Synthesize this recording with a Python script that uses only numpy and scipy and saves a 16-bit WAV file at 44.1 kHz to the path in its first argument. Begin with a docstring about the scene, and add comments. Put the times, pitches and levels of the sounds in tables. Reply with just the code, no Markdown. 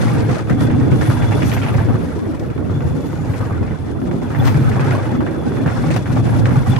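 """On the open deck of a light rail cart, rolling along a narrow track.
The deck rumbles and drones low. Out-of-round wheels shake the loose frame into a throbbing rattle,
with knocking slats, deck thumps and brief lulls. The steel wheels roar over small bumps, hiss, ring
and crash over rail joints. An iron fitting clanks, and now and then a flange (the wheel's lip)
rubs the rail and gives a thin squeal."""
import sys
import numpy as np
from scipy import signal
from scipy.fft import rfft, irfft, next_fast_len
from scipy.io import wavfile
from scipy.ndimage import uniform_filter1d, map_coordinates

SR = 44100
rng = np.random.default_rng(int(sys.argv[2]) if len(sys.argv) > 2 else 0)


def output_pcm(signal):
    """Save a mono or channel-first signal as 16-bit PCM at the path in sys.argv[1].

    Samples are clipped to [-1, 1] before scaling.
    """
    pcm = np.clip(np.atleast_2d(signal).T, -1, 1) * 32767
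    wavfile.write(sys.argv[1], SR, np.round(pcm).astype(np.int16))


N = 299615

# the tone of the rattling frame: f/Hz, level/dB
FRAME_TONE = [(30, -40), (150, -27), (400, 8), (600, 4.5), (820, 6), (1100, -0.5), (1400, 0.5), (2000, -7),
              (2500, -12), (3100, -17.5), (4500, -24.5), (8000, -30), (16000, -67)]
# loose slats knock against the frame: t/s, level/dB, f/Hz
SLAT_KNOCKS = [(0.209, -36, 1790), (.291, -24.5, 1410), (.391, -29.5, 1360), (.496, -22.5, 1400),
               (0.609, -26, 1110), (0.698, -28, 1820), (0.917, -31, 2270), (1.01, -22, 1630),
               (1.054, -32, 1790), (1.101, -24.5, 1300), (1.221, -26, 1920), (1.318, -26, 2070),
               (1.419, -23.5, 2070), (1.516, -24, 2300), (1.533, -36, 2360), (1.565, -26.5, 1980),
               (1.616, -29, 2320), (1.632, -28.5, 2170), (1.661, -29, 1980), (1.683, -28.5, 2160),
               (1.74, -29.5, 1900), (1.782, -25, 1250), (1.802, -34, 1890), (1.886, -26.5, 790),
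               (1.942, -28, 1100), (2.696, -31, 980), (3.335, -31.5, 1970), (3.404, -29, 1110),
               (3.627, -32, 980), (3.675, -33.5, 1730), (3.709, -34.5, 1580), (4.217, -30, 700),
               (4.304, -30, 1240), (4.347, -27, 1560), (4.543, -28.5, 1600), (4.715, -28.5, 1650),
               (4.757, -24.5, 900), (4.795, -25.5, 1790), (4.909, -24, 1900), (5.205, -24, 900),
               (5.264, -27, 1600), (5.569, -31, 1400), (5.66, -24, 1100), (5.675, -25.5, 1420),
               (5.701, -32, 1630), (5.904, -25.5, 1980), (6.056, -28.5, 1730), (6.163, -21.5, 900),
               (6.457, -27, 1320), (6.482, -26.5, 1000), (6.506, -28.5, 1560)]
# single dry taps in the woodwork: t/s, level/dB, f/Hz
BOARD_TAPS = [(.472, -28, 900), (2.501, -28, 1000), (2.577, -25, 800), (2.806, -25, 900), (2.819, -28, 900),
              (3.129, -26, 800), (4.016, -27, 800), (4.112, -24, 1100), (5.519, -23, 800),
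              (6.456, -19, 1500), (6.557, -24, 1000), (6.762, -22, 1800)]
# a flange rubs the rail: t/s, half length/s, rise of the hiss/dB, scrape level/dB
FLANGE_RUBS = [(0.352, 0.027, 9, -75), (0.63, 0.022, 5, -45), (1.093, 0.07, 2.5, -44),
               (1.482, 0.013, 4, -42.5), (1.544, 0.016, 3, -47), (3.363, 0.087, 5.5, -56),
               (4.46, 0.02, 5.5, -59), (5.938, 0.027, 4, -57), (6.703, 0.02, 2, -44)]


def deck(load_db, level_db, hum_db, waver):
    """Rough track makes the deck boom at its own low notes, around a wavering drone."""
    deck_notes = [(105.3, 14.9, -0.5), (135.2, 22.1, -3), (152, 32.3, -8)]  # the deck's own notes: f/Hz, width/Hz, level/dB
    drone_pitch = [(0, 120), (.6, 122), (1.25, 110), (2.1, 111.9), (4.65, 131.1), (6.79, 124.6)]  # centre of the drone: t/s, f/Hz
    drone_level = [(0, -14), (0.3, -17), (0.75, -15.5), (1.15, -16.5), (1.68, -17), (1.93, -17),
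                   (2.06, -39), (2.45, -23), (2.62, -25), (2.87, -22.5), (3.03, -31.5), (3.35, -23.5),
                   (3.85, -26.5), (4.25, -31.5), (4.45, -10), (4.75, -14.5), (5.4, -28), (5.85, -18.5),
                   (6.35, -12.5), (6.79, -14.5)]  # loudness of the drone: t/s, level/dB
    # the tone of the boom: f/Hz, level/dB
    tone = [(25, -23), (60, -37), (95, -11.5), (175, -9), (260, 1), (600, -36.5), (2000, -90)]
    boom = coloured(resonate(noise(), deck_notes), tone)
    pitch = curve(drone_pitch) * (1 + waver * wobble(45))
    drift = np.array([wobble(16), wobble(9.1)])  # the two sides swing a little apart
    hum = np.sqrt(2) * np.sin(2 * np.pi * np.cumsum(pitch) / SR + 1.32 * drift) * amp(wobble(30))
    return amp(curve(drone_level) + level_db + load_db) * unit(boom + amp(hum_db) * hum)


def thumps(level_db, attack_s, t60, sag_per_s, boom_db):
    """Dips in the track heave the deck through a few slowing swings, with a dull boom."""
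    dips = [(0.497, -7.5, 146), (0.609, -6.5, 111.5), (0.916, -6, 135), (1.081, -6.5, 133),
            (1.748, -5, 109.4), (1.783, -10, 107), (1.881, -4.5, 113.3), (1.938, -11, 111),
            (2.075, -18, 295), (2.576, -26, 275), (2.697, -12.5, 99), (2.846, -9.5, 96), (2.902, -10.5, 97),
            (3.294, -8, 103), (3.4, -10, 111), (3.507, -9, 108), (3.605, -8.5, 98), (4.017, -15, 266),
            (4.217, -13, 252), (4.565, -6.5, 100), (4.759, -9, 136), (5.625, -11, 123), (5.658, -6.5, 146),
            (5.885, -8, 126), (6.507, -7, 122), (6.689, -5.5, 123)]  # blows to the deck: t/s, level/dB, f/Hz
    # the tone of the boom: f/Hz, level/dB
    tone = [(20, -50), (60, -17), (95, 0), (135, -0.5), (280, -4.5), (450, -18), (900, -32), (3000, -61)]
    out, t = np.zeros((2, N)), np.arange(SR // 5) / SR
    body = coloured(noise(), tone)
    dying = (1 - np.exp(-t / attack_s)) ** 2 * amp(-60 * t / t60)
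    for s, db, hz in dips:
        swing = np.sin(2 * np.pi * hz * t * (1 - sag_per_s * t / 2) + rng.normal(0, 0.63, (2, 1)))
        boom = np.roll(body, -round(s * SR), axis=1)[:, :len(t)]
        add(out, s, amp(db + level_db) * dying / dying.max() * (swing + amp(boom_db) * boom))
    return out


def roar(load_db, level_db, patchy_db):
    """The wheels run over countless small bumps; the hollow tone shifts with each stretch of rail."""
    roar_level = [(0, -25), (0.55, -22), (0.8, -23.5), (0.95, -21.5), (1.15, -28), (1.42, -22),
                  (1.68, -29.5), (1.9, -23), (2.15, -30), (2.5, -27), (2.95, -27.5), (3.12, -30),
                  (3.85, -28), (4.55, -26), (5.0, -24.5), (5.2, -24), (6.79, -26)]  # loudness of the rolling: t/s, level/dB
    roar_tone = [(60, -55), (150, 2), (200, -3), (255, -0.5), (310, -1.5), (380, -8), (500, -9.5),
                 (660, -19.5), (1000, -28), (2000, -51), (5000, -71), (12000, -85)]  # tone of the rolling: f/Hz, level/dB
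    bands = signal.stft(contacts(rate=900, scatter_db=3), nperseg=2048)[2]
    patches = uniform_filter1d(rng.standard_normal(bands.shape[1:]), size=3, axis=0)  # blur in pitch
    patches = uniform_filter1d(patches, size=8, axis=1)  # blur in time
    bumps = signal.istft(bands * amp(patchy_db * unit(patches)), nperseg=2048)[1][:, :N]
    loudness = amp(curve(roar_level) + level_db + load_db + 0.71 * wobble(50))
    return loudness * coloured(bumps, roar_tone) * pan(-1.7)


def rattle(load_db, level_db, steady_db, smooth_db, clack_db, brighten):
    """Loose slats and fittings chatter in clumps and clack; harder shaking is brighter."""
    shake = [(0, -25.5), (0.95, -31.5), (1.1, -27.5), (1.38, -29.5), (1.7, -27.5), (1.93, -31.5),
             (2.1, -35), (2.55, -36.5), (3.2, -36), (3.42, -34), (3.7, -33.5), (3.82, -39), (4.26, -35.5),
             (4.45, -24.5), (4.62, -29), (4.92, -24.5), (5.32, -34), (5.75, -28.5), (6.2, -30.5),
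             (6.79, -26.5)]  # how hard the track shakes the frame: t/s, level/dB
    shake_db = curve(shake)
    shaking = unit(clumps(rate=170, life_s=0.021, scatter_db=10) + amp(steady_db))
    touches = contacts(rate=2200, scatter_db=11) + amp(smooth_db) * noise()
    chatter = coloured(shaking * touches, FRAME_TONE)
    clacking = coloured(clacks(count=2000, t60=0.099, scatter_db=4), FRAME_TONE)
    chatter = unit(chatter + amp(clack_db) * clacking)
    bright = filtered(chatter, lambda hz: hz ** 4 / (hz ** 4 + 1600 ** 4))
    tilt = amp(brighten * (shake_db - shake_db.mean()))
    return amp(shake_db + level_db + load_db) * (bright * tilt + (chatter - bright) / tilt) * pan(0.19)


def clacks(count, t60, scatter_db):
    """Small loose parts knock together; each knock rings briefly at its own pitch and place."""
    when, tone, place, phase = rng.random((count, 4)).T[:, :, None]
    size = amp(scatter_db * np.clip(rng.standard_normal((count, 1)), -2, 1.5))
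    t = np.arange(SR // 60) / SR
    hz = 500 + 2700 * tone
    at = (when * N).astype(int) + np.arange(len(t))
    dying = size * amp(-60 * t / t60) * (1 - np.exp(-t / 0.00011))
    left = np.sqrt(place) * dying * np.sin(2 * np.pi * hz * t)
    right = np.sqrt(1 - place) * dying * np.sin(2 * np.pi * (hz * t + 0.65 * (phase - .5)))
    return unit(np.array([np.bincount(at.ravel(), side.ravel(), N)[:N] for side in (left, right)]))


def throb(once_db, twice_db):
    """An off-centre wheel presses once a turn; two worn spots slap the rail and let go. Gives dB."""
    wheel_speed = [(0, 9.76), (2, 9.76), (2.7, 9.82), (3.3, 10.0), (6.8, 10.0)]  # how fast the wheel spins: t/s, turn rate/Hz
    turns = np.cumsum(curve(wheel_speed)) / SR + .025
    since_slap = (2 * turns + .25) % 1
    return once_db * np.cos(2 * np.pi * turns) + twice_db * (1 - 2 * since_slap)


def lift(depth_db, length_s):
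    """The wheel goes light just before it lands with a knock or a tap. Gives dB."""
    landings = np.bincount([round(s * SR) for s, _, _ in SLAT_KNOCKS + BOARD_TAPS], minlength=N)[:N]
    return -depth_db * fade(landings[::-1], length_s)[::-1]  # backwards, so the dip comes first


def knocks(level_db, hold_s, t60, frame_db, width):
    """A slat hits the frame, bounces in a thick clatter around its own pitch, and comes to rest."""
    out, t = np.zeros((2, N)), np.arange(SR // 8) / SR
    frame, wood = coloured(noise(), FRAME_TONE), noise()
    crack = 1 + .9 * np.exp(-t / .006)  # the first hit is the hardest
    dying = (1 - np.exp(-t / .0005)) * crack * amp(-60 * np.maximum(t - hold_s, 0) / t60)
    for s, db, hz in SLAT_KNOCKS:
        band = signal.butter(3, [hz / (1 + width), hz * (1 + width)], "bandpass", fs=SR)
        hollow = unit(signal.lfilter(*band, piece(wood, s, len(t))))
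        bounces = amp(-8 * ((t * rng.uniform(80, 150)) % 1))
        soft = signal.butter(2, min(3.2 * hz, SR / 3), fs=SR)  # a lower knock is softer and duller
        clatter = amp(frame_db) * signal.lfilter(*soft, piece(frame, s, len(t)))
        knock = unit(dying * bounces * (hollow + clatter))
        add(out, s, amp(db + level_db) * np.sqrt(np.mean(dying ** 2)) * knock)
    return out


def taps(t60, width):
    """A board touches the frame once, without bouncing."""
    out, t = np.zeros((2, N)), np.arange(SR // 40) / SR
    wood = noise()
    for s, db, hz in BOARD_TAPS:
        band = signal.butter(2, [hz / (1 + width), hz * (1 + width)], "bandpass", fs=SR)
        hollow = unit(signal.lfilter(*band, piece(wood, s, len(t))))
        add(out, s, amp(db - 60 * t / t60) * hollow)
    return out


def groans(waver_hz, flutter_db):
    """Brief hollow notes, mostly sliding down, stand out of the rolling roar."""
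    hollow_notes = [(2.2, 0.091, 409, -350, -25), (2.215, 0.03, 267, -1800, -16),
                    (2.315, 0.023, 256, -2500, -12.5), (3.0, 0.029, 237.5, -1500, -16),
                    (5.19, 0.054, 244.7, -15, -14), (5.4, 0.071, 499, -400, -27),
                    (5.47, 0.1, 254.5, 3, -22.5)]  # the notes: t/s, half length/s, f/Hz, slide/(Hz per s), level/dB
    out = np.zeros((2, N))
    unsteady = np.cumsum(waver_hz * np.array([wobble(70), wobble(70)]), axis=1) / SR
    for s, half, hz, slide, db in hollow_notes:
        out += amp(db) * bell(s, half) * sliding_note(s, hz, slide, unsteady)
    return out * unit(amp(flutter_db * wobble(40)))


def crashes(attack_s, side_db):
    """A steel wheel hits the end of a rail in a short, bright burst."""
    joints = [(4.45, -26, .1), (4.466, -26, 0.09), (4.473, -22.5, 0.17), (5.962, -19, 0.082)]  # hits on rail joints: t/s, level/dB, time to fade by 60 dB/s
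    crash_tone = [(200, -32), (600, 3), (900, 4), (1700, -5), (2500, -7.5), (3500, -13), (5000, -14.5),
                  (8000, -22.5), (15500, -31)]  # tone of the struck steel: f/Hz, level/dB
    out, t = np.zeros((2, N)), np.arange(SR // 5) / SR
    steel = coloured(noise(), crash_tone)
    for s, db, t60 in joints:
        dying = (1 - np.exp(-t / attack_s)) * amp(db - 60 * t / t60)
        add(out, s, dying * piece(steel, s, len(t)))
    return out * pan(side_db)


def clanks(attack_s):
    """Each blow makes a loose iron fitting ring at its own few notes."""
    blows = [(3.409, -30), (3.429, -21.5), (3.497, -29), (3.507, -22)]  # blows to the fitting: t/s, level/dB
    iron_notes = [(824, -2, 0.038), (1015, -12, 0.088), (1152, -7, .09), (1230, -3, 0.065),
                  (1490, -15, 0.096)]  # the fitting's notes: f/Hz, level/dB, time to fade by 60 dB/s
    out, t = np.zeros((2, N)), np.arange(SR // 5) / SR
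    for s, db in blows:
        for hz, note_db, t60 in iron_notes:
            dying = (1 - np.exp(-t / attack_s)) * amp(db + note_db - 60 * t / t60)
            add(out, s, dying * np.sin(2 * np.pi * hz * t + rng.normal(0, .5, (2, 1))))
    return out


def hiss(contact_db, level_db, tick_t60):
    """Steel on steel hisses and cracks grit, mostly on the left."""
    hiss_tone = [(800, 4), (2500, 4), (4000, 4.5), (6300, -1.5), (7500, -3), (9000, -4.5), (11100, -14),
                 (11900, -16), (15500, -18)]  # tone of steel on steel: f/Hz, level/dB
    hiss_side = [(2000, 22.5), (3500, 5.5), (5000, 12.5), (6600, 17), (8500, 15.5), (10000, -3)]  # where the hiss sits: f/Hz, left minus right/dB
    grit_cracks = [(.498, -38), (.6045, -31), (.9113, -37), (1.0131, -31), (2.3945, -38), (4.9057, -36),
                   (5.662, -40)]  # grit cracks under the left wheel: t/s, level/dB
    grit = coloured(contacts(rate=5000, scatter_db=1) + noise(), hiss_tone)
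    grit = unit(filtered(grit, lambda hz: pan(along(hiss_side, hz))))
    crunch = unit(clumps(rate=120, life_s=0.0095, scatter_db=1) + 1)
    return grit * (crunch * amp(contact_db + level_db) + strikes(grit_cracks, tick_t60))


def flange():
    """A flange brushing the rail scrapes and sets off rough, broken squeals that mostly sag in pitch."""
    # the squeals: t/s, half length/s, f/Hz, slide/(Hz per s), roughness/Hz, level/dB
    squeals = [(1.542, 0.026, 12700, -300, 483, -40.5), (1.48, .03, 13400, -2, 160, -50),
               (1.52, 0.045, 6250, 3, 618, -40.5), (1.72, 0.074, 12800, -600, 450, -63),
               (2.125, .065, 6500, -3, 171, -66), (2.42, .1, 13100, -1200, 160, -68),
               (2.9, 0.14, 13400, -400, 130, -65), (2.95, 0.11, 5670, 0, 200, -59),
               (2.98, 0.17, 6800, -200, 150, -56.5), (3.07, .06, 13200, -1200, 230, -58),
               (3.28, 0.21, 6930, 11, 180, -60), (3.368, 0.06, 13200, -600, 400, -57),
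               (4.293, 0.12, 6900, -200, 159, -64), (4.444, .05, 13500, -600, 230, -43),
               (4.66, .07, 12900, -900, 300, -64), (5.776, 0.1, 5400, -300, 159, -54),
               (6.7, .08, 13300, -600, 300, -59)]
    scrape_tone = [(1500, -16), (3500, 9), (6000, -1), (9500, 19), (11500, 19), (12500, -28), (13500, -8),
                   (15500, -27)]  # tone of the gritty scrape: f/Hz, level/dB
    squeal = np.zeros(N)
    unsteady = np.cumsum(wobble(1100)) / SR  # sticking and slipping roughen the pitch
    broken = unit(amp(6 * np.tanh(1.5 * wobble(70)) + 2 * wobble(500)))
    for s, half, hz, slide, rough_hz, db in squeals:
        squeal += amp(db) * bell(s, half) * sliding_note(s, hz, slide, rough_hz * unsteady)
    rubbing = sum(amp(db) * bell(s, half) for s, half, _, db in FLANGE_RUBS)
    scrape = rubbing * coloured(contacts(rate=6900, scatter_db=18), scrape_tone)
    return broken * squeal * pan(11) + scrape * pan(7.2)


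def sing(hz):
    """The wheel's main ringing note sounds thin and rough, and comes and goes."""
    note_level = [(0, -63), (.5, -54), (.85, -53), (1.0, -49), (1.2, -48), (1.38, -46), (1.53, -51),
                  (1.66, -55), (1.95, -56), (2.3, -66), (4.3, -58), (4.55, -54), (5.0, -55), (5.2, -55),
                  (5.6, -53), (6.79, -56)]  # loudness of the note: t/s, level/dB
    flare_ups = [(0.634, 0.033, -41), (2.556, .02, -54), (2.75, 0.036, -52), (2.928, 0.02, -56),
                 (3.04, .02, -55), (3.563, .016, -55), (4.12, .016, -59), (4.246, .02, -62),
                 (4.404, 0.008, -38), (4.435, 0.0071, -52), (5.557, .025, -52), (6.72, .012, -39)]  # the note flares up: t/s, half length/s, level/dB
    pitch = hz + 40 * (wobble(260) + .6 * np.array([wobble(120), wobble(120)]))
    grain = amp(1.8 * wobble(45) + 3 * wobble(220))
    note = unit(np.sin(2 * np.pi * np.cumsum(pitch, axis=1) / SR) * grain)
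    flares = sum(amp(db) * bell(s, half) for s, half, db in flare_ups)
    return np.hypot(amp(curve(note_level)), flares) * note * pan(5.7)


def ring(contact_db, level_db):
    """Rolling on the rail keeps the wheel's own high notes ringing in uneven flares."""
    wheel_notes = [(3476, 74, -2), (4220, 30, -5), (9570, 52, -4), (10970, 64, -0.5), (10840, 340, -6),
                   (11400, 300, -11.5)]  # the wheel's own notes: f/Hz, width/Hz, level/dB
    flares = unit(amp(1.2 * wobble(16) + 1.6 * wobble(90)))
    loudness = amp(level_db + contact_db - contact_db.mean())
    return loudness * flares * resonate(noise(), wheel_notes) * pan(4.5)


def rumble(load_db):
    """The track bed rumbles under the cart, slowly swelling and easing."""
    bed_notes = [(55.6, 20, -7), (87, 25, -5.5)]  # the bed's own low notes: f/Hz, width/Hz, level/dB
    bed_level = [(0, -28.5), (1.2, -24), (2.5, -29.5), (3.5, -25), (4.6, -30), (5.8, -27), (6.79, -20.5)]  # loudness of the rumble: t/s, level/dB
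    tone = [(20, -24), (40, 1.5), (55, -1.5), (95, 9), (140, -17), (400, -60)]  # f/Hz, level/dB
    low = coloured(resonate(noise(), bed_notes), tone)
    heave_db = wobble(14)
    return amp(curve(bed_level) + .5 * load_db + heave_db) * low * pan(-5.5)


def amp(db):
    """Turn decibels into a number to multiply by."""
    return 10 ** (np.asarray(db) / 20)


def unit(x):
    """Scale x to an average strength (rms) of 1."""
    return x / np.sqrt(np.mean(x ** 2) + 1e-20)


def along(points, hz):
    """Read between (f/Hz, value) points, with octaves evenly spaced."""
    f, v = np.transpose(points)
    return np.interp(np.log(hz + 1), np.log(f + 1), v)


def curve(rows):
    """Join (t/s, value) points into one value per sample."""
    return np.interp(np.arange(N) / SR, *np.transpose(rows))


def bell(s, half):
    """A smooth swell that peaks at time s."""
    return np.exp(-.5 * ((np.arange(N) / SR - s) / half) ** 2)


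def sliding_note(s, hz, slide, extra_cycles):
    """A tone that slides through pitch hz at time s; extra_cycles makes it waver."""
    t = np.arange(N) / SR - s
    return np.sin(2 * np.pi * (hz * t + slide * t * t / 2 + extra_cycles))


def wobble(rate):
    """A smooth curve through rate random values a second."""
    coarse = np.arange(0, N + 16, 16)
    values = map_coordinates(rng.standard_normal(N // 64), [coarse * rate / SR], mode="mirror")
    return np.interp(np.arange(N), coarse, values)


def filtered(x, response):
    """Multiply each frequency in x by response(hz)."""
    size = next_fast_len(N + SR // 2)
    return irfft(rfft(x, size) * response(np.fft.rfftfreq(size, 1 / SR)), size)[..., :N]


def coloured(x, tone):
    """Shape x with (f/Hz, level/dB) points, at strength 1."""
    return unit(filtered(x, lambda hz: amp(along(tone, hz))))


def resonate(x, notes):
    """Let x ring an object's own (f/Hz, width/Hz, level/dB) notes, at strength 1."""
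    def response(f):
        return sum((-1) ** k * amp(db) * 1j * f * width / (hz * hz - f * f + 1j * f * width)
                   for k, (hz, width, db) in enumerate(notes))
    return unit(filtered(x, response))


def stereo(pair):
    """Two unrelated signals become a partly alike left and right."""
    likeness = [(50, 0), (90, 0.0098), (125, 0.57), (190, 0), (270, 0.13), (550, 0.19), (800, 0.029),
                (1100, 0.32), (1500, 0.36), (3000, 0.17), (7000, 0.52)]  # how alike the two sides are: f/Hz, likeness (0 to 1)
    turn = lambda hz: np.arccos(np.clip(along(likeness, hz), -1, 1)) / 2
    mid, side = filtered(pair, lambda hz: np.array([np.cos(turn(hz)), np.sin(turn(hz))]))
    return np.array([mid + side, mid - side])


def pan(side_db):
    """Left and right gains that make the left louder by side_db."""
    return amp(np.array([[.5], [-.5]]) * side_db)


def noise():
    """Smooth stereo noise."""
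    return stereo(rng.standard_normal((2, N)))


def contacts(rate, scatter_db):
    """Tiny random blows of uneven size, rate a second, in stereo."""
    struck = rng.random((2, N)) < rate / SR
    size = amp(scatter_db * np.clip(rng.standard_normal((2, N)), -2, 2))
    return unit(stereo(struck * size * np.sign(rng.standard_normal((2, N)))))


def strikes(rows, t60):
    """The loudness of (t/s, level/dB) blows that start sharply and fade by 60 dB in t60 seconds."""
    out, t = np.zeros(N + SR), np.arange(SR // 4) / SR
    for s, db in rows:
        out[round(s * SR):][:len(t)] += (1 - np.exp(-t / 0.00052)) * amp(db - 60 * t / t60)
    return out[:N]


def fade(blows, life_s):
    """Give each blow a tail that falls to about a third in life_s."""
    return signal.lfilter([1], [1, -np.exp(-1 / (life_s * SR))], blows)


def clumps(rate, life_s, scatter_db):
    """The loudness of random blows, rate a second, each fading away."""
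    blows = (rng.random(N) < rate / SR) * amp(scatter_db * np.clip(rng.standard_normal(N), -2, 1.5))
    return unit(fade(blows, life_s))


def piece(sound, s, samples):
    """A short stretch of a stereo sound, starting at time s."""
    return sound[:, round(s * SR):][:, :samples]


def add(out, s, sound):
    """Mix a short stereo sound into out at time s."""
    part = piece(out, s, sound.shape[1])
    part += sound[:, :part.shape[1]]


def widen(x, right_lead_s, shared_hz, in_step_hz):
    """The right side leads a little; above shared_hz both sides carry one signal, the left delayed."""
    shared = lambda hz: 1 / (1 + (shared_hz / (hz + 1)) ** 24)
    apart = lambda cycles: np.exp(np.array([[-1j], [1j]]) * np.pi * cycles)
    lower = filtered(x, lambda hz: np.sqrt(1 - shared(hz)) * apart(hz * right_lead_s))
    top = filtered(x[0], lambda hz: 1j * np.sqrt(shared(hz)) * apart((hz - shared_hz) / in_step_hz))
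    return lower + top


def scene():
    """The changing weight on the wheels sways the running sounds; the heavy deck follows more slowly."""
    steel_contact = [(0, -39.5), (0.25, -47.5), (0.85, -52.5), (1.07, -46.5), (1.19, -47.5), (1.52, -42.5),
                     (1.95, -51), (2.55, -57.5), (3.0, -51.5), (3.4, -56.5), (3.85, -56.5), (4.28, -54),
                     (4.5, -46), (4.9, -48), (5.3, -55), (5.85, -47), (6.79, -47.5)]  # how hard steel works on steel: t/s, level/dB
    # brief lulls (a negative drop is a rise): t/s, half length/s, drop of drone and rumble/dB,
    # drop of roar/dB, drop of rattle, hiss and ring/dB
    lulls = [(0.379, 0.015, 14, 5.5, -1.5), (0.443, 0.03, 4, 8.5, 6), (0.553, 0.014, -5, -0.5, 4.5),
             (2.245, 0.025, 4, -0.5, 2), (2.539, 0.01, 8, 21, 2), (3.775, 0.011, 30, 8, 1.5),
             (5.04, 0.013, 2, 16, 1), (6.048, 0.033, 12, 6.5, 6), (6.223, 0.01, -1.5, 4, 6.5),
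             (6.427, 0.017, 0, -2, 5.5), (6.647, 0.013, 18, 3, 5.5)]
    load_db = throb(once_db=0.5, twice_db=0.5) + lift(depth_db=3, length_s=.015) + .6 * wobble(35)
    load_db = uniform_filter1d(load_db, size=64)
    slow_db = uniform_filter1d(load_db, size=400)
    drone_lull_db, roar_lull_db, rattle_lull_db = sum(
        np.outer(drops_db, bell(s, half)) for s, half, *drops_db in lulls)
    rub_db = sum(rise_db * bell(s, half) for s, half, rise_db, _ in FLANGE_RUBS)
    contact_db = curve(steel_contact) - rattle_lull_db + 0.63 * load_db
    mix = rumble(slow_db - drone_lull_db)
    mix += deck(0.69 * slow_db - drone_lull_db, level_db=0.5, hum_db=-2, waver=0.05115)
    mix += roar(0.11 * slow_db - roar_lull_db, level_db=4.5, patchy_db=2.5)
    mix += groans(waver_hz=14, flutter_db=8)
    mix += rattle(load_db - rattle_lull_db, level_db=0.18, steady_db=6, smooth_db=2.5,
                  clack_db=-2, brighten=0.065)
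    mix += knocks(level_db=-2.8, hold_s=.016, t60=0.1, frame_db=2.5, width=0.35)
    mix += taps(t60=.04, width=.6)
    mix += crashes(attack_s=0.00056, side_db=5) + clanks(attack_s=.001)
    mix += thumps(level_db=-3, attack_s=0.0091, t60=0.087, sag_per_s=1.75, boom_db=-6)
    mix += ring(contact_db, level_db=-54.5) + sing(hz=3437)
    mix += hiss(contact_db + rub_db, level_db=8.5, tick_t60=0.056)
    return mix + flange()


def record(dry):
    """Widen the treble, round off the loudest peaks and cut the very highest sounds."""
    wide = widen(dry, right_lead_s=.000034, shared_hz=8250, in_step_hz=3800)
    rounded = wide / (1 + np.abs(wide / .92) ** 8) ** (1 / 8)
    return filtered(rounded, lambda hz: hz < 15760)


dry = scene()
out = record(dry)
output_pcm(out)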